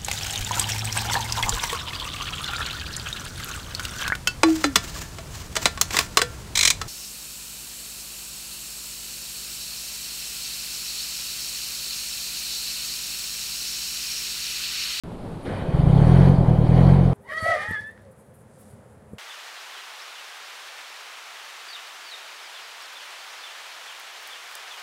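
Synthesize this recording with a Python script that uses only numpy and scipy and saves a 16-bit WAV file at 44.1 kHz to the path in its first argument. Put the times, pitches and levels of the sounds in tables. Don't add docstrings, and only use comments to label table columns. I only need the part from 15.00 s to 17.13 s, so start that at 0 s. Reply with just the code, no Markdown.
import sys
import numpy as np
from scipy import signal
from scipy.fft import rfft, irfft, next_fast_len
from scipy.io import wavfile
from scipy.ndimage import uniform_filter1d, map_coordinates

SR = 44100
rng = np.random.default_rng(int(sys.argv[2]) if len(sys.argv) > 2 else 0)


def voltage_ratio(level):
    return 10 ** (np.asarray(level, float) / 20)


def wav_record(signal):
    frames = np.transpose(np.atleast_2d(signal))
    bounded = np.clip(frames, -1, 1)
    quanta = np.round(bounded * 32767).astype(np.int16)
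    wavfile.write(sys.argv[1], SR, quanta)


N = 94065
T_S = np.arange(N) / SR
BITE_S = .456


def unit(x):
    return x / np.sqrt(np.mean(x ** 2) + 1e-20)


def along(points, hz):
    point_hz, value = np.transpose(points)
    return np.interp(np.log(hz + 1), np.log(point_hz + 1), value)


def wobble(knots_per_s):
    return map_coordinates(rng.standard_normal(400), [np.arange(N) * knots_per_s / SR])


def filtered(x, response):
    size = next_fast_len(N + SR // 2)
    return irfft(rfft(x, size) * response(np.fft.rfftfreq(size, 1 / SR)), size)[:N]


def peak(f, hz, width_hz):
    return 1j * f * width_hz / (hz * hz - f * f + 1j * f * width_hz)


def humps(x, resonances):
    return unit(filtered(x, lambda f: 1 + sum(g * np.abs(peak(f, hz, w)) for hz, w, g in resonances)))


def rush(spectrum, patchy_db):
    z = signal.stft(rng.standard_normal(N + 512), nperseg=512)[2]
    field = uniform_filter1d(rng.standard_normal(z.shape), 6, 0)
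    field = uniform_filter1d(field, 8, 1)
    noise = signal.istft(z * voltage_ratio(patchy_db * unit(field)), nperseg=512)[1][:N]
    return unit(filtered(noise, lambda hz: voltage_ratio(along(spectrum, hz))))


def firings():
    # first firing in seconds, its level in dB,
    # fuel starvation at the last cylinder in dB.
    cycles = [(.478, -28, -10), (.7450, -9.5, -3), (.9038, -2, -1), (1.0218, 0, 0), (1.1224, 0, 0),
              (1.2129, 0, 3), (1.3000, 0, 15), (1.3901, -1, 13), (1.4879, -.5, 8), (1.5919, -.5, 9),
              (1.6964, -1, 2), (1.7932, -1, 0), (1.8829, .5, 2), (1.9707, -2, 2), (2.0604, -2, 12),
              (2.1520, -2, 3)]
    starved_share = [0, .1, .35, 1]
    # time in seconds, second puff re first in dB.
    second_puff = [
        (.885, 2),
        (.895, -12),
        (.93, -8),
        (.99, -20),
        (1.1, -60),
    ]
    scatter_db, jitter_s, travel_s, second_after_s = .6, .0003, .0083, .007

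    start_s, db, starve_db = np.transpose(cycles)
    padded_s = np.pad(start_s, 4, mode="reflect", reflect_type="odd")
    firing = np.arange(4 * len(start_s) - 4)
    cycle = firing // 4
    chance = rng.standard_normal((len(firing), 2))
    time_s = map_coordinates(padded_s, [4 + firing / 4])
    at = np.round((time_s - travel_s + jitter_s * chance[:, 0]) * SR).astype(int)

    loss_db = starve_db[cycle] * np.tile(starved_share, len(start_s) - 1)
    first = voltage_ratio(db[cycle] - loss_db + scatter_db * chance[:, 1])
    second = first * voltage_ratio(np.interp(time_s, *np.transpose(second_puff)))
    both_at = np.r_[at, at + round(second_after_s * SR)]
    puffs = np.bincount(both_at, np.r_[first, second], 2 * N)[:N]
    lurches = np.bincount(at, second, 2 * N)[:N]
    return puffs, lurches


def exhaust(puffs):
    # frequency in Hz, width in Hz.
    chambers = [(181, 39), (132, 41)]
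    suck_hz, suck_width_hz, through = 22, 58, .19

    def silencer(f):
        lowpass = np.prod([hz * hz / (hz * hz - f * f + 1j * f * w) for hz, w in chambers], 0)
        return lowpass * (through - peak(f, suck_hz, suck_width_hz))

    return voltage_ratio(-15.3) * unit(filtered(puffs, silencer))


def knock(puffs):
    # frequency in Hz, width in Hz, gain (linear).
    block_modes = [(273, 53, 0.82), (351, 38, 0.94), (508.8, 18, 1.3), (739.6, 45, 0.49)]
    rung = filtered(puffs, lambda f: sum(g * peak(f, hz, w) ** 2 for hz, w, g in block_modes))
    return voltage_ratio(-35.5) * unit(rung)


def thud(lurches):
    hz, width_hz = 60.4, 32
    return voltage_ratio(-35) * unit(filtered(lurches, lambda f: peak(f, hz, width_hz) ** 2))


def effort():
    # time in seconds, effort in dB.
    effort_points = [(.45, -48.5), (.51, -45.5), (.58, -48), (.68, -50.5), (.92, -48.5), (1.05, -44),
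                     (1.18, -42.5), (1.28, -44.5), (1.38, -51), (1.56, -53.5), (1.67, -50.5), (1.78, -45.5),
                     (1.89, -44.5), (2.0, -49.5), (2.12, -51.5)]
    return np.interp(T_S, *np.transpose(effort_points))


def roar(swing_db):
    # frequency in Hz, level in dB per Hz.
    roar_spectrum = [(25, -12), (60, -5), (110, -4), (200, -3), (330, -3), (800, -8), (1300, -22),
                     (2500, -60)]
    # frequency in Hz, width in Hz, gain (linear).
    casing = [(506, 7, 1.2), (723, 13, 0.2), (270, 13, 0.51), (1040, 19, 0.37)]
    unloaded = np.interp(T_S, [0.47, 1.23], [1, 0])
    level_db = -24 + 0.79 * swing_db - 6.5 * unloaded + 1.7 * wobble(4.9)
    return voltage_ratio(level_db) * humps(rush(roar_spectrum, patchy_db=0.5), casing)


def clatter(effort_db):
    # frequency in Hz, level in dB per Hz.
    clatter_spectrum = [(300, -28), (900, -15.5), (1500, -6), (2300, -9.5), (3200, -10), (4300, -23.5),
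                        (5200, -40.5), (7000, -44)]
    # frequency in Hz, width in Hz, depth (0-1).
    dips = [(2720, 460, 1), (3420, 150, 1)]
    noise = voltage_ratio(5.5 + effort_db + 0.43 * wobble(25)) * rush(clatter_spectrum, patchy_db=1.87)
    return filtered(noise, lambda f: np.prod([1 - np.clip(d, 0, 1) * peak(f, hz, w) for hz, w, d in dips], 0))


def hiss(swing_db):
    # frequency in Hz, level in dB per Hz.
    hiss_spectrum = [(3000, -20), (4300, 11.5), (5500, -2), (8000, -5), (9700, 1.5), (11000, -15),
                     (13500, -14.5), (15500, -42)]
    closed = np.interp(T_S, [.7, .85], [1, 0])
    level_db = -56.5 + 1.15 * swing_db - 3.5 * closed + .7 * wobble(21)
    return voltage_ratio(level_db) * rush(hiss_spectrum, patchy_db=3.0)


def block():
    rise_s = .01
    effort_db = effort()
    swing_db = effort_db - effort_db.mean()
    turning = np.clip((T_S - BITE_S) / rise_s + 1, 0, 1)
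    return turning * (roar(swing_db) + hiss(swing_db) + clatter(effort_db))


def starter():
    # frequency in Hz, level in dB rms.
    motor_tones = [(97, -34.5), (197, -38), (274, -53)]
    off_s, fade_s = 0.58, 0.12
    on = np.interp(T_S, [BITE_S, BITE_S + 0.024, off_s, off_s + fade_s], [0, 1, 1, 0])
    hum = 0
    for hz, db in motor_tones:
        level = voltage_ratio(db + 4 + 2.7 * wobble(6.9))
        hum = hum + level * np.sin(2 * np.pi * hz * T_S + 0.76 * wobble(14.9))
    return on * hum


def solenoid():
    start_s, t60_s, level_db = .43, .7, -58.5
    since_s = T_S - start_s
    spit = rush([(6000, -28), (8500, 1), (9700, 8), (12000, -7)], patchy_db=6)
    return (since_s > 0) * voltage_ratio(level_db - 60 * np.abs(since_s) / t60_s) * spit


def shop(x):
    # frequency in Hz, T60 in seconds.
    decay = [(60, 0.93), (300, 0.91), (2000, 0.37)]
    hz, t, z = signal.stft(rng.standard_normal(SR // 2), SR, nperseg=1024)
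    tail = signal.istft(z * voltage_ratio(-60 * t / along(decay, hz)[:, None]), SR, nperseg=1024)[1]
    delayed = np.pad(x, (400, 0))
    return voltage_ratio(-18) * unit(signal.fftconvolve(delayed, tail)[:N]) * np.std(x)


def yard():
    # frequency in Hz, level in dB per Hz.
    yard_spectrum = [(20, -1.5), (160, -8.5), (500, -12), (900, -17.5), (1800, -32.5), (4300, -40),
                     (5800, -51.5), (15000, -55.5)]
    # frequency in Hz, width in Hz, gain (linear).
    hum = [(119.7, 41, 0.61), (173, 27, 2.2), (9700, 3700, 2.4)]
    return voltage_ratio(-34.5 + 1.2 * wobble(24)) * humps(rush(yard_spectrum, patchy_db=0.3), hum)


def scene():
    puffs, lurches = firings()
    pipe = exhaust(puffs) + knock(puffs) + thud(lurches)
    return (pipe + block() + starter() + solenoid() + shop(pipe) + yard())[None]


def top_cut(x):
    return signal.sosfilt(signal.butter(12, 15160, fs=SR, output="sos"), x)


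def record(dry):
    ceiling, knee, top_hz, open_s = .9, 4, 12900, .0363
    soft = dry[0] / (1 + np.abs(dry[0] / ceiling) ** knee) ** (1 / knee)
    heard = filtered(soft, lambda f: 1 / (1 + (f / top_hz) ** 12))[None]
    mix = heard * (np.arange(N) >= open_s * SR)
    return top_cut(mix)


dry = scene()
out = record(dry)
wav_record(out)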